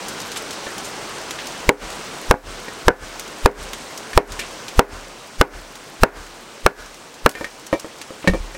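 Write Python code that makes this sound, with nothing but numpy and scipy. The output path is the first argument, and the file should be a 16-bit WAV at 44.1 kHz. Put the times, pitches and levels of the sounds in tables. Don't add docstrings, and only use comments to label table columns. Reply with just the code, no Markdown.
import sys
import numpy as np
from scipy import signal
from scipy.io import wavfile
from scipy.ndimage import minimum_filter1d

SR = 44100
rng = np.random.default_rng(int(sys.argv[2]) if len(sys.argv) > 2 else 0)


def pcm_store(signal):
    levels = np.round(np.clip(np.atleast_2d(signal), -1, 1) * 32767)
    wavfile.write(sys.argv[1], SR, levels.astype(np.int16).T)


N = 377937
RING_SIZE = SR // 2

# (time [s], level [dB])
RAIN_LEVEL = [(0, -35), (2.05, -36.0), (2.7, -39), (4.6, -38.5), (5.2, -43), (6.4, -43.5), (7.1, -45.1),
              (8.57, -42.5)]
# (frequency [Hz], relative density [dB])
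RAIN_COLOUR = [(30, -8), (60, -10), (100, -8), (174, -2.5), (260, -1.5), (430, 0.5), (720, -2.5),
               (1150, -2), (1800, -6.5), (3100, -7), (4300, -10), (7200, -9), (10500, -33.5),
               (15000, -27.5)]
# (time [s], level [dB])
SIZZLES = [(0.083, -28), (0.37, -25.5), (0.846, -31), (3.628, -34), (4.394, -26)]
# (time [s], snap and treble level [dB], mid level [dB])
CRACKLES = [(0.2017, -21, -33), (0.3175, -18.5, -25), (0.361, -21, -17.5), (0.5077, -17.5, -34),
            (0.781, -18.5, -37), (1.3082, -17.5, -20.5), (3.1958, -17, -27), (3.7329, -18.5, -20.5),
            (3.9758, -18, -47), (4.3206, -20, -39), (4.682, -20, -22), (7.666, -21, -35),
            (7.7968, -19.5, -50), (8.0147, -22.5, -22.5)]
# (time [s], body level [dB], clack level [dB])
KNOCKS = [(.668, -25.5, -28), (2.683, -29, -28.5), (4.132, -39, -21.5), (4.392, -32, -19.5),
          (7.3522, -19, -13), (7.4105, -20.5, -27), (7.4442, -34, -20), (7.7285, -10, -19),
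          (7.738, -16, -20.5), (7.8455, -24, -34), (8.106, -25, -47), (8.2434, -21.5, -37),
          (8.2747, -9, -9.5), (8.2782, -16.5, -10.5), (8.336, -16.5, -25), (8.345, -16.5, -28.5),
          (8.5485, -30.5, -28)]
# (frequency [Hz], level [dB], t60 [s])
BODY_MODES = [(317, -4.5, 0.074), (496, -6, 0.029), (553, -8, 0.083), (650, -29, 0.034), (940, -16, 0.097),
              (1060, -5.5, 0.02), (1200, -6.5, 0.016)]
# (frequency [Hz], level [dB], t60 [s])
CLACK_MODES = [(1690, -14, .06), (1835, -2.5, 0.064), (2165, -5.5, 0.028), (2340, -12.5, 0.14),
               (2760, -27, 0.1), (3080, -19, 0.02), (3900, -25, 0.08)]
# (time [s], level [dB], t60 [s])
SCRAPES = [(1.387, -25.5, 0.096), (4.394, -28, 0.29), (7.34, -29, .22), (8.225, -37.5, .4)]
# (time [s], force [dB], blade ring relative to force [dB], air puff [dB])
BLOWS = [(1.6913, 2, -1.5, -11.5), (2.3107, 3.5, 3.5, -5), (2.8817, 5.5, 4.5, -7), (3.459, 6, 0.5, -3),
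         (4.1759, 7.5, -11, -3.5), (4.7926, 9, -7, -3), (5.4123, 8, 0, -5), (6.034, 10, -2, -4.5),
         (6.663, 8, 2.5, -9.5), (7.2613, 9, -2, -11)]
# (frequency [Hz], level [dB], t60 [s])
LOG_MODES = [(248, -18.5, 0.076), (286.4, -15.5, 0.23), (407.2, -8, 0.21), (481.7, -7, 0.14),
             (516, -12, 0.18), (587, -5, 0.054), (721, -11.5, 0.08), (834, -13, 0.12), (942, -12, 0.11),
             (1006, 1, 0.021)]
# (frequency [Hz], level [dB], t60 [s])
BLADE_MODES = [(1336, -14, 0.039), (1391, -17.5, 0.1), (1501, -9.5, 0.063), (1615, -6.5, 0.03),
               (1780, -39, 0.09), (2227, -18, 0.035), (1450, -37, 0.32), (1457, -29.5, 0.32),
               (1540, -38, 0.49), (1700, -34, 0.4), (1730, -38, 0.38)]
# (frequency [Hz], relative density [dB])
SCATTER_COLOUR = [(100, -4), (300, 3), (500, -0.5), (900, 1), (1500, -16), (2100, -9), (3500, -8.5),
                  (8000, -64), (16000, -62)]
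# (frequency [Hz], t60 [s])
SCATTER_T60 = [(100, 0.16), (500, 0.27), (1000, 0.24), (1500, 0.54), (2500, 0.03), (8000, 0.015)]
# (time [s], level [dB])
REBOUNDS = [(2.3413, 15.5), (2.9049, 14)]
# (time [s], thud level [dB], rocking level [dB])
LANDINGS = [(8.2765, -2, -35), (8.294, -6, -16.5), (8.403, -37, -27)]
# (frequency [Hz], level [dB], t60 [s])
BLOCK_MODES = [(98, -17.5, 0.18), (190, -5, 0.15), (234, -23, .07)]
# (frequency [Hz], level [dB], t60 [s])
ROCKING_MODES = [(38.1, 1.5, 0.45), (64, 2.5, 0.12)]


def from_db(db):
    return 10 ** (np.asarray(db) / 20)


def unit_rms(x):
    return x / np.sqrt(np.mean(x ** 2) + 1e-20)


def at_hz(points, hz):
    points = np.array(points)
    return np.interp(np.log(hz), np.log(points[:, 0]), points[:, 1])


def butter(x, hz, kind, order=2):
    return signal.sosfilt(signal.butter(order, np.clip(hz, 10, .45 * SR), kind, fs=SR, output="sos"), x)


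def add(out, s, sound):
    start = max(int(round(s * SR)), 0)
    out[start:start + len(sound)] += sound[:max(N - start, 0)]


def decay(t60):
    return from_db(-60 * np.arange(RING_SIZE) / SR / t60)


def drift(per_s):
    return np.interp(np.arange(N) / SR * per_s, np.arange(2000), rng.standard_normal(2000))


def noise_bands(spectrum, size):
    edges = 25 * 2 ** np.arange(0, 9.6, .5)
    centres = np.sqrt(edges[1:] * edges[:-1])
    white = rng.standard_normal((2, size))
    bands = np.array([from_db(at_hz(spectrum, hz)) * butter(white[k % 2], edges[k:k + 2], "band")
                      for k, hz in enumerate(centres)])
    return zip(centres, bands / bands.sum(0).std())


def ring(modes, spread_db=0, detune=0):
    t = np.arange(RING_SIZE) / SR
    chance = rng.standard_normal((len(modes), 2))
    return sum(from_db(db + spread_db * a) * decay(t60) * np.sin(2 * np.pi * hz * (1 + detune * b) * t)
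               for (hz, db, t60), (a, b) in zip(modes, chance))


def grit(low_hz, high_hz, order=2):
    snaps = rng.standard_normal(RING_SIZE) * from_db(3.5 * rng.standard_normal(RING_SIZE))
    return unit_rms(butter(snaps, [low_hz, high_hz], "band", order))


def rain_db(s):
    return np.interp(s, *np.transpose(RAIN_LEVEL))


def rain(drops_per_s=260, drops_db=-11):
    wash = 0
    for hz, band in noise_bands(RAIN_COLOUR, N):
        lift = at_hz([(1000, from_db(4)), (5000, from_db(2.5))], hz)
        flutter = from_db(1.2 * drift(per_s=45))
        wash += band * flutter * lift
    hits = rng.random(N) < drops_per_s / SR
    sizes = from_db(2.55 * np.minimum(rng.exponential(1, N), 4.5))
    drops = hits * sizes * rng.choice([-1, 1], N)
    pitches = np.geomspace(700, 12000, num=12)
    pitch_index = rng.integers(0, len(pitches), N)
    near = 0
    for k, hz in enumerate(pitches):
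        ticks = butter(drops * (pitch_index == k) + 1e-18, [hz / 1.2, hz * 1.05], "band", order=1)
        near += ticks / np.sqrt(hz / 1000)
    return from_db(rain_db(np.arange(N) / SR)) * (wash + from_db(drops_db) * unit_rms(near))


def sizzles():
    out = np.zeros(N)
    for s, db in SIZZLES:
        add(out, s, from_db(db) * grit(3200, 9700) * decay(.098))
    return out


def crackle(level_db, mid_db):
    mids = from_db(mid_db - 7.5) * grit(1200, 3900)
    treble = from_db(level_db - 13) * grit(5450, 7560, order=1)
    snap = from_db(level_db - 7) * grit(2300, 6200, order=1)
    return (mids + treble) * decay(.078) + snap * decay(.019)


def crackles(small_per_s=2.5):
    out = np.zeros(N)
    for s, level_db, mid_db in CRACKLES:
        add(out, s, crackle(level_db, mid_db))
    for s in rng.uniform(0, N / SR, int(small_per_s * N / SR)):
        level_db = rain_db(s) + rng.uniform(7, 17)
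        add(out, s, crackle(level_db, mid_db=level_db - 25))
    return out


def loose_wood(bounce_s=.021, bounce_db=-14):
    out = np.zeros(N)
    for s, body_db, clack_db in KNOCKS:
        body = ring(BODY_MODES, spread_db=1.5, detune=.012)
        body += from_db(-4.5) * grit(320, 646, order=3) * decay(.099)
        clack = ring(CLACK_MODES, spread_db=3, detune=.015)
        clack += from_db(-5) * grit(870, 6400, order=1) * decay(.057)
        contact_hz = 3540 * 2 ** ((clack_db - body_db) / 48)
        knock = -butter(from_db(body_db) * body + from_db(clack_db) * clack, contact_hz, "low", order=1)
        knock += from_db(clack_db - 17.5) * grit(3400, 12000, order=1) * decay(.016)
        add(out, s, knock)
        add(out, s + bounce_s, from_db(bounce_db) * knock)
    return out


def scrapes():
    out = np.zeros(N)
    for s, db, t60 in SCRAPES:
        add(out, s, from_db(db) * grit(1860, 3320) * decay(t60))
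    return out


def air_puff(lead_s):
    t = np.arange(SR // 16) / SR - lead_s
    suction = np.exp(-.5 * ((t + .016) / .008) ** 2)
    swell = np.exp(-.5 * ((t + .0047) / .0031) ** 2)
    collapse = np.exp(-.5 * (t / .00016) ** 2)
    swish = butter(rng.standard_normal(len(t)), [300, 6000], "band", order=1)
    swish *= np.exp(-.5 * ((t + .0077) / .011) ** 2)
    return swell - .1 * suction - .8 * collapse + from_db(-23.5) * swish


def log_ring_db(blows_so_far):
    return 2 - 1.7 * blows_so_far


def baton_crack(hz):
    modes = [(hz, 17.5, .006), (235, -3, .016), (540, 7, .01),
             (860, 6, .008), (2800, 4, .005), (3700, 3, .004)]
    tone = ring(modes, spread_db=1.1, detune=.044)
    burst = butter(rng.standard_normal(RING_SIZE), 6100, "low") * decay(.0071)
    return tone + from_db(6.5) * burst


def blows(loose_blade_hz=2210, wedged_blade_hz=1215, puff_lead_s=.04):
    out = np.zeros(N)
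    bump = ring([(520, 0, .0016)])
    for k, (s, force_db, blade_db, puff_db) in enumerate(BLOWS):
        crack = baton_crack(wedged_blade_hz if k else loose_blade_hz)
        log = from_db(log_ring_db(k)) * ring(LOG_MODES, spread_db=1.5, detune=.004)
        blade = from_db(blade_db) * ring(BLADE_MODES, spread_db=2, detune=.012)
        fibres = grit(1960, 2760, order=3) * decay(.25)
        fibres += from_db(-8.5) * grit(3400, 6300, order=1) * decay(.76)
        scatter = sum(band * decay(at_hz(SCATTER_T60, hz))
                      for hz, band in noise_bands(SCATTER_COLOUR, RING_SIZE))
        bump_db = force_db + .5 * log_ring_db(k)
        add(out, s - puff_lead_s, from_db(puff_db) * air_puff(puff_lead_s))
        add(out, s, -from_db(force_db) * (crack + log + blade))
        add(out, s + .00179, from_db(-36 + 1.07 * k) * fibres)
        add(out, s + .002975, from_db(bump_db - 12.5) * scatter)
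        add(out, s + .00827, -from_db(bump_db) * bump)
    for s, db in REBOUNDS:
        rebound = bump + from_db(-21.5) * ring(LOG_MODES + BLADE_MODES, spread_db=5.5)
        add(out, s, -from_db(db) * butter(rebound, 1440, "low"))
    return out


def low_shudder():
    out = np.zeros(N)
    fade = np.linspace(1, 0, RING_SIZE) ** .5
    for k, (s, _, _, puff_db) in enumerate(BLOWS):
        push = from_db(puff_db + .5 * log_ring_db(k))
        rocking = ring([(35.85, -18, 1.0)], spread_db=.5, detune=.0076) * fade
        rumble = from_db(-27) * grit(31, 80) * decay(.3)
        add(out, s + .0033, push * rocking)
        add(out, s + .125, push * rumble)
    return out


def last_fibres(s=7.2922, count=3, mean_gap_s=.02):
    out = np.zeros(N)
    add(out, s, from_db(-21) * grit(2200, 9000, order=1) * decay(.24))
    for k, gap in enumerate(mean_gap_s * rng.uniform(.5, 1.5, count)):
        snap = grit(2400, 8000, order=1) * decay(.018)
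        add(out, s, from_db(-3.5 - 10 * k) * snap)
        s += gap
    return out


def landing():
    out = np.zeros(N)
    for s, thud_db, rocking_db in LANDINGS:
        add(out, s, from_db(thud_db) * ring(BLOCK_MODES) + from_db(rocking_db) * ring(ROCKING_MODES))
    return out


def scene():
    mix = rain() + blows() + low_shudder() + last_fibres() + loose_wood() + landing() + scrapes()
    return (mix + crackles() + sizzles())[None]


def gain_control(x, threshold_db, depth_db, hold_s, release_db_per_s, attack_s):
    over_db = np.maximum(20 * np.log10(np.abs(x) + 1e-9) - threshold_db, 0)
    wanted_cut_db = np.minimum(3 * over_db, depth_db)
    window = int(hold_s * SR) // 2 * 2 + 1
    held_db = -minimum_filter1d(-wanted_cut_db, window, origin=window // 2)
    release_ramp = release_db_per_s * np.arange(N) / SR
    cut_db = np.maximum.accumulate(held_db + release_ramp) - release_ramp
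    pole = np.exp(-1 / (attack_s * SR))
    return x * from_db(-signal.lfilter([1 - pole], [1, -pole], cut_db))


def record(dry, hiss_db=-60, cutoff_hz=15900):
    ducked = gain_control(dry[0], threshold_db=3, depth_db=18, hold_s=.069,
                          release_db_per_s=336, attack_s=.013)
    hiss = from_db(hiss_db) * rng.standard_normal(N)
    clipped = np.clip(ducked + hiss, -1, 1)
    top_cut = signal.ellip(10, .1, 80, cutoff_hz, fs=SR, output="sos")
    return signal.sosfilt(top_cut, clipped)[None]


dry = scene()
out = record(dry)
pcm_store(out)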